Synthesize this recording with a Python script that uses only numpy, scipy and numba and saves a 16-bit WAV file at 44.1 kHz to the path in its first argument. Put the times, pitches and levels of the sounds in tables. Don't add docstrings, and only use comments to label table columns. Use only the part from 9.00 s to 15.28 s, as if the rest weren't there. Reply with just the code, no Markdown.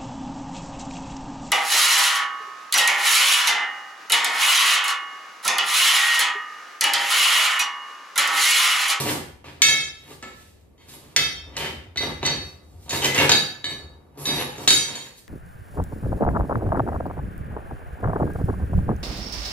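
import sys
import numpy as np
from scipy import signal
from scipy.fft import rfft, irfft
from scipy.io import wavfile
from scipy.ndimage import uniform_filter1d
from numba import njit

SR = 44100
rng = np.random.default_rng(int(sys.argv[2]) if len(sys.argv) > 2 else 0)


def digitize_waveform(pressure):
    field = np.atleast_2d(pressure).T
    bounded = np.clip(field, -1, 1)
    quanta = np.round(bounded * 32767).astype(np.int16)
    wavfile.write(sys.argv[1], SR, quanta)


def undo_db(level):
    steps = np.asarray(level, float) / 20
    return 10 ** steps


N = 276942


def unit(x):
    return x / np.sqrt(np.mean(x ** 2))


def butter(x, order, hz, kind="low"):
    return signal.sosfilt(signal.butter(order, hz, kind, fs=SR, output="sos"), x)


def peak(x, hz, q):
    b, a = signal.iirpeak(hz, q, fs=SR)
    return signal.lfilter(b, a, x)


def colour(x, points, size=4096):
    hz, db = np.transpose(points)
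    grid = np.maximum(np.arange(size // 2 + 1) * SR / size, 1)
    cep = irfft(np.interp(np.log(grid), np.log(hz), db) * np.log(10) / 20)
    cep[1:size // 2] *= 2
    cep[size // 2 + 1:] = 0
    response = irfft(np.exp(rfft(cep)))[:size // 2]
    return signal.fftconvolve(x, response / np.sqrt(np.sum(response ** 2)))[:len(x)]


def walk(rate):
    hold = int(SR / rate)
    steps = np.repeat(rng.standard_normal(N // hold + 1), hold)
    return unit(uniform_filter1d(steps, hold)[:N])


def swell(s, db, rise, fall):
    roundness = 1.2
    t = np.arange(N) / SR - s
    away = np.where(t < 0, -t / max(rise, 1e-3), t / max(fall, 1e-3))
    return undo_db(db - 20 * np.minimum(away, 8) ** roundness)


def slips(per_s, scatter_db, patchy_db):
    size_db = scatter_db * np.minimum(rng.exponential(size=N), 3)
    clicks = (rng.random(N) < per_s / SR) * rng.standard_normal(N) * undo_db(size_db)
    return unit(clicks) * undo_db(patchy_db * walk(40))


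def push(s, ms):
    phase = (np.arange(64) + .5) / max(ms * SR / 1000, 1.)
    shape = np.sin(np.pi * np.clip(phase, 0, 1)) + 1e-9
    return int(s * SR) + np.arange(64), shape / shape.sum()


# f/Hz, level/dB per Hz
AIR = [(15, -16.5), (28, 2.5), (103, 2), (202, -3.5), (522, -8), (1590, -32), (2080, -26.5), (3400, -38.5),
       (3790, -45), (8790, -40), (10100, -35), (14300, -38.5), (16400, -65)]


def hum():
    mid, side = (colour(rng.standard_normal(N), AIR) for _ in range(2))
    side = butter(side, 1, 250, "high")
    return undo_db(-52.5 + 2.5 * walk(0.15)) * (mid + side * np.array([[1], [-1]]))


# t/s of the peak, level/dB, rise/s, fall/s
TRAFFIC = [
    (0.01, -47, 0.26, 2.8),
    (1.549, -54.5, 0.33, 0.29),
    (2.47, -42, 0.34, 0.84),
    (3.391, -34, 0.66, 0.16),
    (3.759, -43, 0.16, 0.58),
    (4.18, -75.5, 0.2, 0.45),
    (4.829, -41.5, 0.15, 0.33),
    (5.402, -43.5, 0.19, 0.41),
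]


def outside():
    drone = unit(butter(rng.standard_normal(N), 2, [62, 88], "band"))
    return sum(swell(*row) for row in TRAFFIC) * drone


# t/s of the peak, grind level/dB, rise/s, fall/s, grit above grind level/dB
SHOVES = [
    (0.002, -17, 0.039, 0.03, 2),
    (.094, -17, 0.065, 0.056, -0.5),
    (0.446, -39.5, 0.004, 0.22, -11),
    (2.573, -23, 0.0076, 0.11, -4),
    (3.929, -17, 0.035, 0.11, -7.5),
    (4.154, -12, 0.014, 0.044, -9),
    (4.205, -10.5, 0.045, 0.079, -12),
]
TWISTS = [
    (3.007, -21, 0.0046, 0.13, -16),
    (3.252, -19.5, 0.035, 0.13, -37),
]
SLIDES = [(.15, -41, 0.043, 0.051, -2), (1.03, -53, 0.075, 0.73, -10), (1.135, -42.5, 0.15, 0.028, 4.5),
          (1.231, -33.5, 0.0057, 0.1, -15), (1.4, -56.5, 0.14, 0.19, 10), (1.801, -53, 0.025, 1, -11),
          (1.888, -51.5, 0.0099, 0.099, 10.5), (2.12, -54.5, 0.25, 0.026, 5),
          (3.47, -66.5, 0.17, 0.059, 22.5), (3.75, -70, 0.354, 0.22, 13.5), (3.86, -59.5, 0.11, .01, 8.5),
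          (4.72, -33.5, 0.058, 0.016, -3.5), (5.65, -34.5, 0.11, 0.01, 1.5), (5.9, -31, 0.098, 0.17, -27),
          (6.07, -42.5, 0.36, 0.04, -0.5), (6.19, -68, 0.061, 0.015, 28)]
SQUEALS = [
    (1.95, -51.5, 0.081, 0.02, 8.5),
    (5.181, -49.5, 0.0045, 0.24, 11.5),
    (5.265, -27, 0.027, 0.32, -19),
    (5.408, -29, 0.15, 0.031, -3),
]
JOLTS = [
    (2.661, -22.5, 0.11, 0.051, -25.5),
    (4.025, -21, 0.0059, 0.068, -2.5),
    (4.052, -9.5, 0.024, 0.035, -9.5),
]
# whistle above grit level/dB, ring above grind level/dB, rumble above grind level/dB
STROKE_KINDS = [
    (-13, -10, -14),
    (-8, -5, -11.5),
    (-17.5, -6, -10),
    (-1.5, -7, -6),
    (-15, -5, -11.5),
]
STROKE_PLACE = [
    4,
    8,
    2,
    2,
    7,
]


def strokes():
    out, rub = np.zeros((4, N)), np.zeros((9, N))
    tables = (SHOVES, TWISTS, SLIDES, SQUEALS, JOLTS)
    for table, (whistle_db, ring_db, rumble_db), place in zip(tables, STROKE_KINDS, STROKE_PLACE):
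        for *shape, grit_db in table:
            effort = swell(*shape)
            out += effort * undo_db([[0], [grit_db], [grit_db + whistle_db], [rumble_db]])
            rub[place] += effort * undo_db(ring_db) * (effort > 1e-5)
    return out, rub


# f/Hz, level/dB per Hz
GRIND = [(290, -40.5), (500, 0.5), (725, -14), (903, -3), (1450, -13.5), (1670, -5.5), (2850, -5.5),
         (3470, -8.5), (8000, -26.5), (10400, -37), (17600, -120)]
GRIT = [(1500, -5), (4000, 3), (6410, 3), (8800, 5.5), (10000, 0), (11300, -3), (13400, -2.5),
        (15000, -5.5), (15900, -11), (16400, -73.5)]


def dragging(grind, grit, whistle):
    whistle_hz, width_hz = 11220, 440
    edges = [whistle_hz - width_hz / 2, whistle_hz + width_hz / 2]
    sing = unit(butter(slips(3000, 2.0, 2.5), 2, edges, "band"))
    coarse = colour(undo_db(-4.0) * grind * slips(6000, 6.1, 2.0), GRIND)
    fine = colour(undo_db(-5.0) * grit * slips(7800, 3.6, 2.5), GRIT)
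    return coarse + fine + undo_db(-0.5) * whistle * sing


# t/s of the peak, level/dB, rise/s, fall/s
SHIFTS = [(0.131, -22.5, 0.8, 0.11), (0.718, -31.5, 0.17, 0.15), (1.12, -37.5, 0.08, 0.011),
          (1.96, -47, 0.32, 1), (2.68, -36.5, 0.3, 0.2), (3.32, -35.5, 0.039, 0.24),
          (3.75, -50, 0.26, 0.54), (4.24, -38.5, 0.058, 0.028), (4.75, -39.5, 0.24, 0.38),
          (5.301, -27.5, 0.12, 0.27), (5.85, -39.5, 0.18, 0.15)]


def shifting(blows):
    rise, fall = 0.021, 0.1
    lean = sum(swell(*row) for row in SHIFTS)
    return lean + sum(swell(s + rise, thud_db + 1, rise, fall) for _, s, _, _, thud_db, _ in blows)


# f/Hz, level/dB per Hz
SLAB = [(60, -15.5), (95, -7), (130, -3), (250, 1.5), (500, -3.5), (900, -6.5), (1200, -6.5), (2600, -40.5)]
# f/Hz, width/Hz, level/dB
FRAME = [(141.6, 16.3, 2.5), (247, 36, -8.5), (317.4, 120, -15.5), (378.5, 14, -15), (499, 12, -5.5),
         (850, 13, -24.5), (936, 7.2, -26), (1123, 39, -13.5)]


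def slab(thud, load):
    shake = thud + undo_db(-7.0) * load * slips(2500, 2.64, 2.61)
    frame = sum(undo_db(db) * peak(shake, hz, hz / width) for hz, width, db in FRAME)
    return colour(shake, SLAB) + undo_db(23.0) * frame


# t/s, ring level/dB, crack level/dB, thud level/dB, damping by hand and floor after
LONG_SIDE = [
    (0.6188, -2, -2.5, -41.5, 1.94),
    (.6847, -16.5, -10, -55.5, 1.45),
]
CORNER = [
    (1.7789, -51, -62, -66, 2.2),
    (2.163, -7.5, -2, -28, 1.8),
]
CLAMP_END = [(3.861, -50, -66, -46, 1.6), (3.8938, -22, -23, -46, 1.2), (3.9076, -25.5, -18.5, -42, 1.2),
             (5.1746, -60, -48, -42, 1.3), (5.1838, -62, -56, -43, 1.3), (5.1937, -70, -60, -65, 1.6),
             (5.228, -55, -48, -59, 1.3), (5.2585, -27, -35, -60, 1.54), (5.559, -39.5, -46, -43.5, 1.4),
             (5.5826, -40, -36, -39, 5.1), (5.6769, -3, -4.5, -35, 4.3), (5.7059, -5.5, -5, -49, 1.73),
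             (5.954, -24, -29, -51, 3.7)]
ON_FLOOR = [
    (2.959, -30, -14, -36.5, 1.6),
    (3.0305, -27.5, -32, -27, 2.9),
    (3.229, -22, -8, -27.5, 1.8),
    (3.928, -17.5, -31, -26.5, 2.5),
    (4.2936, -40.5, 3.5, -31, 1.7),
    (4.6421, -13.5, -17, -37, 2.53),
    (5.6753, -40, 2, -28.5, 4),
]
SHORT_SIDE = [
    (0.4426, -33.5, -54, -41.5, 8.2),
    (4.1464, -17, -16, -30, 5.1),
    (4.1794, -8.5, -15.5, -25, 0.98),
    (4.187, -10, -16, -31.5, 2.3),
]
FINGER = [
    (1.2259, -22, -31, -47, 3.8),
]
JOINT = [
    (4.2938, -14.5, -3.5, -21.5, 1.7),
    (4.3175, -2.5, -5.5, -32, 3.9),
    (5.2543, -15, -31, -57, 3.7),
]
BRACE = [
    (2.567, -35, -17.5, -41.5, 1.1),
    (4.0192, -18, -21.5, -40.5, 1.3),
    (4.0452, -16, -11, -40, 2),
    (4.057, -13, -14.5, -41, 2.1),
]
CLAMP = [
    (2.9725, -13.5, -25, -44, 5),
    (3.2525, -12, -28, -46, 1.8),
    (3.2578, -26, -23, -55, 2),
    (3.2636, -31, -11, -42, 1.93),
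]


def blows():
    places = (LONG_SIDE, CORNER, CLAMP_END, ON_FLOOR, SHORT_SIDE, FINGER, JOINT, BRACE, CLAMP)
    rows = [(place, *row) for place, table in enumerate(places) for row in table]
    return sorted(rows, key=lambda row: row[1])


@njit
def resonate(force, damping, wander, cos, sin, detune, loss, gain, ports):
    out, x, y = np.zeros((2, len(force))), np.zeros(len(cos)), np.zeros(len(cos))
    for i in range(len(force)):
        for place in range(len(gain)):
            if force[i, place] != 0:
                for k in range(len(x)):
                    x[k] += gain[place, k] * force[i, place]
        left, right = 0., 0.
        for k in range(len(x)):
            keep, bend = 1 - loss[k] * damping[i], detune[k] * wander[i]
            a, b = keep * cos[k] - bend * sin[k], keep * sin[k] + bend * cos[k]
            x[k], y[k] = a * x[k] - b * y[k] + 1e-18, b * x[k] + a * y[k]
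            left += ports[0, k] * y[k] + ports[1, k] * x[k]
            right += ports[2, k] * y[k] + ports[3, k] * x[k]
        out[0, i], out[1, i] = left, right
    return out


TUBE_HZ = [1320, 1725, 2030, 2193, 2426, 2608, 2772, 2993, 3215, 3608, 3815, 4425, 4702, 5425, 5935, 6420,
           6788, 7343, 7680, 8008, 8605, 9265, 9460, 10228, 10575, 11725, 11343, 12522, 13291, 14169, 3075,
           11100, 12732, 14061, 14826, 15143]
TUBE_T60_S = [0.46, .3, 0.5, 0.57, 0.57, 0.52, .15, .21, 0.65, 0.45, 0.55, 0.42, .4, 0.55, 0.2, 0.29, 0.43,
              0.32, 0.41, 0.24, .5, 0.39, .37, .25, 0.38, .16, 0.084, .2, 0.22, .24, .16, .13, .3, .3, .3,
              .3]
LONG_SIDE_DB = [-15.5, 3.0, -22.0, 4.5, -33.5, -7.0, -10.0, -27.0, -2.5, 0.0, 0.5, -6.5, -7.0, -7.5, 1.5,
                -12.0, -1.0, -24.0, -14.5, -15.5, -11.5, -11.0, -20.5, -17.0, -12.5, -17.0, -19.0, -15.5,
                -18.0, -24.5, -28.5, -29.0, -26.5, -28.0, -28.5, -24.0]
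CORNER_DB = [-16.0, -5.0, 0.0, -2.5, -28.5, -3.0, -8.5, -6.0, 1.0, -0.5, -1.5, -4.0, -7.0, -7.5, -1.0,
             -25.5, -5.5, -30.0, -18.5, -25.0, -17.0, -18.0, -16.0, -15.0, -15.5, -17.0, -12.5, -20.0,
             -28.0, -20.0, -7.0, -45.0, -29.0, -22.5, -22.0, -45.0]
CLAMP_END_DB = [-29.0, -14.0, -23.0, -11.5, -25.5, -14.5, -31.5, -9.5, -8.0, -5.0, 6.5, -0.5, -6.0, -8.0,
                -3.5, -15.5, 1.0, -32.5, -10.5, -5.0, -5.5, -20.5, -16.5, -8.5, -17.5, -13.5, -18.5, -21.0,
                -28.5, -22.0, -14.0, -27.5, -30.0, -28.5, -21.5, -37.5]
ON_FLOOR_DB = [-19.0, -1.5, -15.5, -7.5, -16.0, -33.5, -20.5, -12.0, -22.5, -15.5, 4.5, -4.0, -9.0, -15.5,
               -9.0, -25.5, -14.5, -31.0, -14.5, -23.0, -12.0, -21.5, -23.5, -22.0, -28.0, -26.0, -26.5,
               -22.5, -25.0, -29.0, -38.5, -29.5, -39.5, -45.0, -45.0, -36.0]
SHORT_SIDE_DB = [-15, -6.5, -8.5, -3.5, -4.5, -20.5, 3.5, -15, -11.5, -15, -14.5, -25.5, -20, -26.5, -17,
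                 -15.5, -21, -22.5, -32.5, -39.5, -28.5, -20, -28.5, -33.5, -35.5, -28.5, -40, -41, -44.5,
                 -34.5, -9, -31, -39.5, -35.5, -37.5, -38]
FINGER_DB = [-5, 0, -12, -9.5, -28, -16, -18, -30, -28, -22, -34, -25, -30, -24, -33, -25.5, -21, -17, -28,
             -10, -26, -36, -37.5, -44, -40, -39.5, -46, -40, -40, -44, -25, -40, -44, -46, -46, -44]
JOINT_DB = [-27.5, -5.0, -17.5, -12.0, -20.0, -13.0, -24.5, -14.5, -11.0, -8.0, 6.5, -4.5, 0.0, -9.5, -0.5,
            -32.5, -5.0, -29.0, -19.5, -20.5, -12.5, -25.0, -21.0, -8.0, -23.0, -8.5, -15.5, -24.0, -33.0,
            -25.0, -14.0, -26.5, -30.5, -32.5, -30.5, -33.5]
BRACE_DB = [-13, -17, -3.5, -22, -9, -15, -3, -6, -11, -8, -16, -20, -24.5, -18.5, -16, -14, -17, -29, -28,
            -29.5, -30, -31, -27, -29, -28.5, -27, -35, -36.5, -41, -32, 7, -30, -39, -38.5, -37.5, -38]
CLAMP_DB = [-28.0, -17.0, -0.5, -8.0, -18.0, -13.5, -24.0, -13.5, -15.0, -22.5, 6.5, 1.0, -5.5, -9.5, 3.5,
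            -20.5, -18.5, -45.0, -21.5, -28.0, -13.0, -24.5, -22.5, -23.5, -21.5, -28.0, -24.0, -32.5,
            -31.0, -30.0, -24.0, -29.5, -36.0, -38.0, -32.5, -45.0]
CONTACT_MS = [0.039, .047, 0.026, 0.068, 0.026, 0.028, 0.022, .03, .022]


def tubes(hits, rub):
    force, damping = 0.0089 * rub, np.ones(N)
    rattle = rng.standard_normal((len(hits), 4096)) * np.exp(-np.arange(4096) / SR / 0.06)
    for (place, s, ring_db, _, _, grip), shake in zip(hits, rattle):
        at, shape = push(s, CONTACT_MS[place])
        start = at[0]
        force[place, at] += undo_db(ring_db - 9.0) * shape
        force[place, start:start + 4096] += undo_db(ring_db - 47) * np.convolve(shake, shape)[:4096]
        quickening = np.minimum(0.33 + np.arange(N - start) / SR / 0.27, 2.2)
        damping[start:] = np.clip(grip, .3, 6) * quickening

    places_db = np.c_[LONG_SIDE_DB, CORNER_DB, CLAMP_END_DB, ON_FLOOR_DB, SHORT_SIDE_DB,
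                      FINGER_DB, JOINT_DB, BRACE_DB, CLAMP_DB]
    hz, t60, places_db = (np.repeat(v, 3, axis=0) for v in (TUBE_HZ, TUBE_T60_S, places_db))
    chance = rng.random((len(hz), 4))
    plane = np.arange(len(hz)) % 3 - 1
    split = 0.0016 * (.5 + 1.4 * chance[:, 0]) * plane
    angle = 2 * np.pi * hz * (1 + split) / SR
    tilt_db = 1.5 * np.log2(np.maximum(hz / 4200, 1))
    gain = undo_db(places_db + (tilt_db - 12.4 * np.abs(plane))[:, None])
    gain *= np.sign(chance[:, 3:] - .5)
    lean = undo_db(6 * (chance[:, 1] - .5)) * np.exp(1.5j * (chance[:, 2] - .5))
    ports = np.array([lean.real, lean.imag, (1 / lean).real, (1 / lean).imag])
    loss = np.log(1000) / (t60 * SR)
    detune = 0.001 * angle * (1 + chance[:, 3]) * np.cos(np.pi * np.arange(len(angle)))
    return resonate(force.T.copy(), damping, walk(45), np.cos(angle), np.sin(angle),
                    detune, loss, gain.T.copy(), ports)


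def flutter(ring):
    return ring + 1.17 * 0.35 * walk(250) * butter(ring, 2, 5960)


# f/Hz, level/dB per Hz
CRACK = [(240, -40), (400, -11.5), (900, -5), (1410, -1.5), (3690, 6), (5110, 5), (5970, 10), (7310, 9),
         (14700, -31), (16400, -30)]
CRACK_MS = [.031, 0.036, 0.023, 0.29, 0.038, .05, 0.03, 0.039, .03]


def knocks(hits):
    crack, thud = np.zeros(N), np.zeros(N)
    t = np.arange(2048) / SR
    chatter_decay = 0.49 * np.exp(-t / 0.0057) + 0.55 * np.exp(-t / 0.00085)
    chatter = rng.standard_normal((len(hits), 2, 2048))
    for (place, s, _, crack_db, thud_db, _), (a, b) in zip(hits, chatter):
        at, shape = push(s, CRACK_MS[place])
        span = slice(at[0], at[0] + 2048)
        burst = a * chatter_decay + 0.5 * (t == 0)
        crack[span] += undo_db(crack_db + 6.5) * np.convolve(burst, shape)[:2048]
        thud[span] += undo_db(thud_db + 5.5) * b * np.exp(-t / 0.0087)
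    return colour(crack, CRACK), thud


# t/s of the peak, rise/s, fall/s, f/Hz
GROANS = [(.47, .03, .2, 300), (2.595, .04, .08, 430), (2.66, .06, .08, 537), (2.67, .12, .09, 2015),
          (2.67, .1, .08, 2245), (2.64, .1, .12, 2860), (2.71, .06, .08, 248), (3.96, .06, .1, 480),
          (4.06, .04, .14, 499), (4.09, .1, .15, 139), (4.21, .08, .14, 495), (4.22, .08, .1, 139),
          (4.2, .06, .1, 925), (5.24, .08, .15, 141), (5.37, .15, .2, 141), (5.36, .2, .25, 836),
          (5.38, .1, .12, 533), (5.33, .15, .2, 173), (5.72, .04, .25, 141), (4.19, .04, .08, 1200)]
GROAN_DB = [-50, -40, -38, -34, -40, -38, -39, -32, -29, -37, -25, -37, -40, -36, -35, -38, -38, -39, -35,
            -37]


def groans():
    rub = slips(3000, 2.0, 1.5)
    return sum(swell(s, db, rise, fall) * unit(peak(rub, hz, 25))
               for (s, rise, fall, hz), db in zip(GROANS, GROAN_DB))


# f/Hz, time to fall 60 dB t/s, left-right likeness (0 to 1)
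ROOM = [(40, .7, .6), (97, 0.73, 0.72), (170, 0.46, 1), (352, 0.48, 0.72), (820, 0.51, 0.13),
        (1437, 0.56, 0.04), (4760, 0.46, 0.017), (12200, 0.41, 0.055)]


def room(x, size=30000):
    t, hz = np.arange(size) / SR, np.maximum(np.fft.rfftfreq(size, 1 / SR), 1)
    centres = np.log(np.array(ROOM)[:, 0])
    echo = np.zeros((2, size))
    for k, (_, t60, like) in enumerate(ROOM):
        share = np.interp(np.log(hz), centres, np.eye(len(ROOM))[k])
        mid, side = irfft(rfft(rng.standard_normal((2, size))) * share, size)
        both = np.sqrt(1 + like) * mid + np.sqrt(1 - like) * side * np.array([[1], [-1]])
        echo += both * np.exp(-np.log(1000) * t / t60) / np.sqrt(t60)
    echo *= np.clip((t - .002) / 0.0011, 0, 1)
    echo *= undo_db(3) / np.sqrt(np.sum(echo ** 2) / 2)
    return signal.fftconvolve(echo, x.mean(axis=0, keepdims=True), axes=1)[:, :N]


def scene():
    hits = blows()
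    (grind, grit, whistle, rumble), rub = strokes()
    load = rumble + shifting(hits)
    crack, thud = knocks(hits)
    ring = flutter(tubes(hits, rub * slips(5000, 2.0, 4.5)))
    contact = slab(thud, load) + dragging(grind, grit, whistle) + groans()
    dull = butter(crack, 2, 4400)
    near = ring + crack + contact
    far = 0.72 * ring + dull + contact
    right_lag_s = .00007
    late = np.interp(np.arange(N) - right_lag_s * SR, np.arange(N), near[1])
    return undo_db(-5.0) * (np.array([near[0], late]) + room(far)) + hum() + outside()


def top_cut(x):
    return signal.sosfilt(signal.butter(12, 16570, fs=SR, output="sos"), x)


# f/Hz, level/dB
PORT_BALANCE = [(60, 5), (110, -2.5), (200, 1.5), (380, -1.5), (700, -0.5), (1290, 0), (2380, 1),
                (4400, -2), (8120, -4), (15000, 6.5)]


def record(dry):
    thin = butter(np.tanh(0.72 * dry) / 0.96, 2, 51, "high")
    low = signal.sosfilt(signal.ellip(8, .3, 50, 15200, fs=SR, output="sos"), thin)
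    thin = low + undo_db(-34) * thin
    hz, lean_db = np.transpose(PORT_BALANCE)
    lean_db = np.interp(np.log(np.fft.rfftfreq(N, 1 / SR) + 1), np.log(hz), lean_db)
    mix = irfft(rfft(thin) * undo_db(lean_db * np.array([[.5], [-.5]])), N)
    return top_cut(np.clip(mix, -1, 1))


dry = scene()
out = record(dry)
digitize_waveform(out)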